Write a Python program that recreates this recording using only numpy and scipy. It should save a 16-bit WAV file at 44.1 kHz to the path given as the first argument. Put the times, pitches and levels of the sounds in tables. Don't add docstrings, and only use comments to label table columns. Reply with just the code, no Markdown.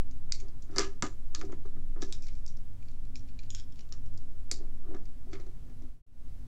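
import sys
import numpy as np
from scipy import signal
from scipy.fft import rfft, irfft, next_fast_len
from scipy.io import wavfile
from scipy.ndimage import map_coordinates

SR = 44100
rng = np.random.default_rng(int(sys.argv[2]) if len(sys.argv) > 2 else 0)


def convert_level_to_amplitude(level_db):
    exponent = np.asarray(level_db, float) / 20
    return 10 ** exponent


def inscribe(sig):
    pcm = np.round(np.clip(np.atleast_2d(sig).T, -1, 1) * 32767)
    wavfile.write(sys.argv[1], SR, pcm.astype(np.int16))


N = 285310


def ticks():
    out = np.zeros(N)
    t = np.arange(SR // 5) / SR
    pulse = 1. * (t == 0)
    for start_s, level_db, bright_hz, shaft_db, rattle_db, shaft_hz, blade in contacts():
        direct = filtered(pulse, lambda f: steel(f, bright_hz, shaft_db, shaft_hz, scatter_db=3.5, blade=blade))
        tail = filtered(room(t), lambda f: steel(f, bright_hz, shaft_db, shaft_hz, blur=1.76, blade=blade))
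        sound = (direct + convert_level_to_amplitude(rattle_db - 27) * tail) / np.abs(direct).max()
        add(out, start_s + .0007, convert_level_to_amplitude(level_db + 1.0) * sound)
    return out


# start_s, level_db (peak), bright_hz, shaft_db, rattle_db
PRY_SLIPS = [(0.3212, -17.5, 4500, -18, -9), (0.7606, -29.5, 4686, -23, -4),
             (0.7666, -30.5, 5080, -15, -5.5), (0.7822, -12.5, 4760, -15, -3),
             (0.7929, -18, 5740, -18, -13), (0.8072, -30.5, 3870, -3, -2), (1.0229, -19, 7120, -13, -3),
             (1.4122, -34.5, 4900, -6.5, -4), (4.5132, -18, 4640, -21, -12), (5.331, -42, 4660, 0, 0.5),
             (5.354, -45, 3030, 10, -14)]
# start_s, level_db (peak), bright_hz, shaft_db, rattle_db
BRACED_SLIPS = [
    (1.3482, -22.5, 4300, -12, -5),
    (2.0203, -30, 5800, -9.5, -4.5),
    (2.1246, -28.5, 5200, -10.5, -5.5),
    (2.4628, -39, 5360, -21, -8),
]
# start_s, level_db (peak), bright_hz, shaft_db
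LIGHT_TAPS = [(0.1106, -48.5, 6360, -17), (0.401, -43.5, 6680, -13.5), (0.622, -48, 6700, -24),
              (1.3936, -48, 6660, -30), (1.449, -51, 5720, -18.5), (1.521, -45.5, 6560, -3),
              (2.0333, -38.5, 5060, -19), (2.2223, -44, 5030, -35), (2.245, -53, 5520, -28),
              (2.266, -46, 4060, -12), (2.283, -45.5, 5270, -4.5), (2.4776, -42, 5700, -24),
              (2.5686, -51.5, 5370, -27.5), (4.9472, -48, 5450, -2), (4.965, -56, 5400, -12),
              (5.0547, -51.5, 4840, -9), (5.399, -50, 3720, -6)]
# start_s, level_db (peak), bright_hz
FAINT_TOUCHES = [
    (0.483, -53.5, 4520),
    (0.7113, -55, 5005),
    (0.7307, -61, 3060),
    (1.657, -55.5, 3060),
    (2.3521, -55, 3200),
    (5.3104, -64, 3500),
    (5.465, -56, 3050),
    (5.6976, -59, 3050),
    (5.821, -57, 3500),
]
# start_s, level_db (peak), bright_hz, shaft_db
GAP_PROBES = [(2.8258, -52, 6870, -6), (2.8843, -51.5, 4450, -6), (2.915, -54.5, 3110, -26),
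              (3.052, -55.5, 4170, -9), (3.1557, -36, 5500, -17), (3.287, -54, 3110, -2.5),
              (3.39, -42.5, 4100, -10), (3.4347, -50, 3790, -2), (3.5036, -31.5, 6800, -19),
              (3.548, -30, 5300, -14.5), (3.5977, -41, 5300, -8), (3.7225, -50, 5200, -5),
              (3.758, -51, 3070, -17), (3.7919, -45.5, 5160, -7), (3.8066, -48, 5750, -11),
              (3.8901, -56, 3200, -17), (3.9235, -35, 5400, -17), (4.0603, -54.5, 5620, -12),
              (4.14, -55, 7100, -19.5), (4.175, -45, 4930, -27)]
# start_s, end_s
WEDGED_SPAN = (3.47, 3.74)


def contacts():
    pry_hz, braced_hz = 2130, 3890
    free_hz, wedged_hz, loose_hz = 2410, 3320, 2980

    def rattle(level_db, base_db):
        return base_db + 0.1259 * (level_db + 48)

    rows = [(*row, pry_hz, STEEL_MODES) for row in PRY_SLIPS]
    rows += [(*row, braced_hz, STEEL_MODES) for row in BRACED_SLIPS]
    rows += [(*row, rattle(row[1], -2.5), pry_hz, STEEL_MODES) for row in LIGHT_TAPS]
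    rows += [(*row, -15, -2, pry_hz, STEEL_MODES) for row in FAINT_TOUCHES]  # shaft_db, rattle_db
    wedged_s, loose_s = WEDGED_SPAN
    for row in GAP_PROBES:
        if wedged_s < row[0] < loose_s:
            hold = (wedged_hz, SEATED_MODES)
        elif row[0] < wedged_s:
            hold = (free_hz, SECOND_MODES)
        else:
            hold = (loose_hz, SECOND_MODES)
        rows.append((*row, rattle(row[1], -8.5), *hold))
    return rows


# pitch_hz, width_hz, level_db
STEEL_MODES = [(3782, 290, -7.5), (4520, 280, -0.5), (5000, 810, -3), (5990, 250, 1), (6340, 350, -1),
               (7324, 630, -3)]
# pitch_hz, width_hz, level_db
SECOND_MODES = [(3840, 600, -4.5), (5020, 560, -5), (5550, 310, -1.5), (7050, 400, -1.5), (7660, 230, -12)]
# pitch_hz, width_hz, level_db
SEATED_MODES = [(3480, 380, -0.5), (4400, 540, -8.5), (5300, 550, 0), (6140, 300, -3), (6620, 420, 1),
                (7530, 750, -4)]
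# pitch_hz, width_hz, level_db
SHAFT_MODES = [(1500, 400, -14.5), (2436, 310, -9), (3570, 360, -7)]


def steel(f, bright_hz=5500, shaft_db=-8, shaft_hz=3300, scatter_db=0, blur=1, blade=STEEL_MODES, port_hz=8000):
    tip = modes(blade, f, scatter_db, blur) * (1 + modes([(bright_hz, 450, 4)], f))
    tip = tip * (f / 3600) ** 2 * soft(f, 3560)
    shaft = modes(SHAFT_MODES, f, scatter_db, blur) * (1 + modes([(shaft_hz, 170, 8)], f))
    port = 1 / (1 - (f / port_hz) ** 2 + 1j * 1.51 * f / port_hz)
    return (tip - convert_level_to_amplitude(shaft_db + 9.5) * shaft) * port ** 2


# start_s, level_db (peak)
CRACK_EDGES = [(0.3203, -67.5), (0.7611, -46.5), (0.784, -32), (0.7931, -43), (1.0246, -44), (1.3467, -56),
               (1.4124, -65), (2.0193, -56), (2.1241, -41), (2.463, -50), (4.1757, -56), (4.5146, -28)]


def cracks():
    def edge(f):
        low = modes([(7100, 1300, 5.5)], f) ** 2
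        middle = modes([(9440, 2500, 0.0054)], f) ** 2
        high = modes([(13000, 5000, -10)], f) ** 2
        return low - middle + high

    out = np.zeros(N)
    t = np.arange(SR // 4) / SR
    for start_s, level_db in CRACK_EDGES:
        blow = (t == 0) + convert_level_to_amplitude(-32.5) * room(t, t60=0.15)
        add(out, start_s, convert_level_to_amplitude(level_db + 12.0) * filtered(blow, edge))
    return out


# start_s, level_db (peak), hardness_db, shudder_s
TABLE_BLOWS = [(0.696, -46, -16, 0.035), (0.765, -32, -8, 0.052), (0.786, -29.5, -5, 0.023),
               (0.796, -31, 1.5, 0.03), (0.829, -37.5, -3, 0.022), (1.026, -26, -4, 0.023),
               (1.049, -32.5, -16, 0.025), (1.349, -52, 10.5, 0.018), (1.416, -42.5, 1, 0.016),
               (1.434, -37.5, -39, 0.03), (1.499, -54, -6.5, 0.015), (1.529, -35, -14, 0.011),
               (1.655, -45.5, -11, 0.019), (1.767, -47, -14.5, 0.021), (1.963, -42.5, -13, 0.06),
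               (2.026, -31.5, -9, 0.018), (3.923, -56.5, 5, 0.034), (4.518, -41, -12.5, 0.021),
               (4.946, -36.5, -14, 0.017), (4.965, -46, -8, 0.011), (5.272, -50, -29, 0.081),
               (5.332, -39.5, -6.5, 0.024), (5.398, -48, -16, 0.04), (5.467, -47, -17, 0.014),
               (5.663, -58, -12, 0.045), (5.7, -53, -12, 0.036), (5.819, -53.5, -23, 0.054)]


def knocks():
    out = np.zeros(N)
    t = np.arange(SR // 3) / SR
    for start_s, level_db, hard_db, shudder_s in TABLE_BLOWS:
        mid_db = -13.5 + .15 * (hard_db + 10) - 0.1 * (level_db + 42)
        blow = convert_level_to_amplitude(-26.0) * rng.standard_normal(len(t)) * np.exp(-t / max(shudder_s, .004))
        blow[0] = 1
        sound = filtered(blow, lambda f: wood(f, hard_db, mid_db, scatter_db=2.0) * soft(f, 2800))
        low = filtered(blow, lambda f: modes(LOW_WOOD, f))
        add(out, start_s - .0018, convert_level_to_amplitude(level_db) * sound / np.abs(low).max())
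    return out


# pitch_hz, width_hz, level_db
LOW_WOOD = [(135, 71, -16), (246, 20.4, -8), (312, 30, -2), (393.6, 20, -0.5)]
# pitch_hz, width_hz, level_db
MID_WOOD = [(522.6, 77, 0), (727, 65, 3), (996.6, 11, -0.5)]
# pitch_hz, width_hz, level_db
TOP_WOOD = [(1229, 107, 3), (1577, 72, -7), (1690, 52, -1), (2130, 150, -11.5)]


def wood(f, top_db=-8, mid_db=-12, scatter_db=0):
    low = modes(LOW_WOOD, f, scatter_db)
    middle = convert_level_to_amplitude(mid_db - 5.0) * modes(MID_WOOD, f)
    top = convert_level_to_amplitude(top_db - 8.5) * modes(TOP_WOOD, f, scatter_db)
    return low + middle + top


# peak_s, level_db, length_s, hardness_db
PAPER_SHUFFLES = [(0.438, -57.5, 0.16, -19), (0.757, -53.5, 0.11, -12.5), (.80, -61.5, 0.056, 15.5),
                  (.87, -52, 0.067, -21), (1.397, -53, 0.1, -24), (1.517, -51, 0.1, -31),
                  (2.015, -52, 0.06, -23), (2.094, -59, 0.17, -22), (4.616, -49, 0.077, -26),
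                  (4.874, -60.5, 0.11, -8), (4.935, -46, 0.11, -34.5), (5.36, -56, .07, -7),
                  (5.5, -69, .12, -28)]
# peak_s, level_db, length_s
TIP_RUBS = [
    [(.395, -56, 0.014)],
    [(.74, -74, .07), (.80, -41.5, 0.042), (.84, -50, 0.067), (1.06, -45.5, .03)],
    [(2.02, -48, 0.013), (2.10, -67, 0.11), (2.24, -58.5, 0.043), (2.35, -66.5, 0.083)],
    [(2.885, -70.5, .1), (3.29, -66, .03), (3.44, -67, 0.059), (3.79, -64.5, .05)],
    [(3.586, -53, 0.05)],
    [(5.34, -59.5, 0.046), (5.40, -70, 0.037)],
]
# bright_hz, shaft_db, shaft_hz
RUB_COLOURS = [
    (6095, -9.5, 2400),
    (5800, -3, 2900),
    (5560, -13.5, 2400),
    (4500, -9, 2900),
    (4500, -10, 1560),
    (4430, -13, 2400),
]


def friction():
    paper = grit(2500, 3)
    low = unit(filtered(paper, lambda f: wood(f, top_db=-30, mid_db=-13.0)))
    top = unit(filtered(paper, lambda f: modes(TOP_WOOD, f, blur=1.5) * soft(f, 2600)))
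    low_strokes = [(s, db, length) for s, db, length, hard_db in PAPER_SHUFFLES]
    top_strokes = [(s, db + hard_db, length) for s, db, length, hard_db in PAPER_SHUFFLES]
    out = low * strokes(low_strokes) + top * strokes(top_strokes)

    tips = grit(2400, 2.6)
    blades = [STEEL_MODES, STEEL_MODES, STEEL_MODES, SECOND_MODES, SEATED_MODES, STEEL_MODES]
    for rows, colour, blade in zip(TIP_RUBS, RUB_COLOURS, blades):
        rub = unit(filtered(tips, lambda f: steel(f, *colour, blade=blade)))
        out = out + strokes(rows) * rub
    return out


def grit(rate, spread_db):
    size = convert_level_to_amplitude(spread_db * np.minimum(rng.exponential(size=N), 3)) * rng.standard_normal(N)
    return unit(size * (rng.random(N) < rate / SR))


def strokes(rows):
    t = np.arange(N) / SR
    gain = np.zeros(N)
    for peak_s, level_db, length_s in rows:
        slope_s = np.where(t < peak_s, .8 * length_s, length_s)
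        gain += convert_level_to_amplitude(level_db - 19 * np.abs(t - peak_s) / slope_s)
    return gain


def room(t, t60=0.21, early_t60=0.028, early_db=4):
    decay = convert_level_to_amplitude(-60 * t / t60) + convert_level_to_amplitude(early_db - 60 * t / early_t60)
    lumps = convert_level_to_amplitude(2.5 * np.repeat(rng.standard_normal(len(t) // 128 + 1), 128)[:len(t)])
    return lumps * rng.standard_normal(len(t)) * decay * np.minimum(t / .002, 1)


# pitch_hz, level_db (per Hz)
AIR_SPECTRUM = [(12, -25), (25, -2), (60, -13.5), (300, -36), (1300, -51), (4000, -56), (8000, -58.5),
                (16200, -64.5)]
# pitch_hz, width_hz, level_db
DUCT_BANDS = [(35.8, 5.6, -51), (54.93, 10, -56.5), (100.1, 19, -56), (151.2, 14, -64.5),
              (251.9, 26, -63.5)]


def room_tone():
    hz, db = np.transpose(AIR_SPECTRUM)
    spectrum = lambda f: convert_level_to_amplitude(np.interp(np.log(f + 1), np.log(hz), db, -120, -120))
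    out = convert_level_to_amplitude(-46.5) * unit(filtered(rng.standard_normal(N), spectrum))
    for pitch_hz, width_hz, level_db in DUCT_BANDS:
        hum = unit(filtered(rng.standard_normal(N), lambda f: modes([(pitch_hz, width_hz, 0)], f) ** 2))
        out += convert_level_to_amplitude(level_db + 1.47 * wobble(6)) * hum
    return out


# time_s, level_db
SWAY_LEVEL = [(0, -20), (.12, -25), (.3, -25), (1.1, -30), (1.7, -24), (2.5, -26), (3, -29), (4, -28),
              (4.6, -23), (5.2, -29), (5.9, -30), (6.0, -40), (6.07, -36), (6.25, -30), (6.4, -34)]


def sway(hz=7, drift=0.3273):
    turns = np.cumsum(hz * np.exp(drift * wobble(6.2))) / SR
    size = np.sqrt(2) * convert_level_to_amplitude(curve(SWAY_LEVEL) + 1.7 * wobble(5.457))
    return -size * np.cos(2 * np.pi * turns)


def modes(table, f, scatter_db=0, blur=1):
    total = 0
    for k, (pitch_hz, width_hz, level_db) in enumerate(table):
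        strength = (-1) ** k * convert_level_to_amplitude(level_db + scatter_db * rng.standard_normal())
        damping = 1j * f * width_hz * blur
        total = total + strength * damping / (pitch_hz * pitch_hz - f * f + damping)
    return total


def soft(f, top_hz):
    return 1 / (1 - (f / top_hz) ** 2 + 1j * np.sqrt(2) * f / top_hz)


def filtered(x, response):
    m = next_fast_len(len(x) + SR // 20)
    return irfft(rfft(x, m) * response(np.fft.rfftfreq(m, 1 / SR)), m)[:len(x)]


def unit(x):
    return x / np.sqrt(np.mean(x ** 2) + 1e-20)


def curve(rows):
    time_s, value = np.transpose(rows)
    return np.interp(np.arange(N) / SR, time_s, value)


def wobble(rate):
    knots = rng.standard_normal(int(N * rate / SR) + 4)
    return map_coordinates(knots, [np.arange(N) * rate / SR])


def add(track, start_s, sound):
    part = track[round(start_s * SR):][:len(sound)]
    part += sound[:len(part)]


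def scene():
    steel_sounds = ticks() + cracks()
    table_sounds = knocks() + friction()
    return (steel_sounds + table_sounds + room_tone() + sway())[None]


def top_cut(x):
    return signal.sosfilt(signal.butter(12, 15820, fs=SR, output="sos"), x)


# time_s, gain
SCENE_FADE = [
    (5.86, 1),
    (6.014, .12),
    (6.02, 0),
    (6.0645, 0),
    (6.0655, .16),
    (6.13, .4),
    (6.25, .95),
    (6.3, 1),
]


def record(dry):
    faded = dry * curve(SCENE_FADE)
    return top_cut(faded)


dry = scene()
out = record(dry)
inscribe(out)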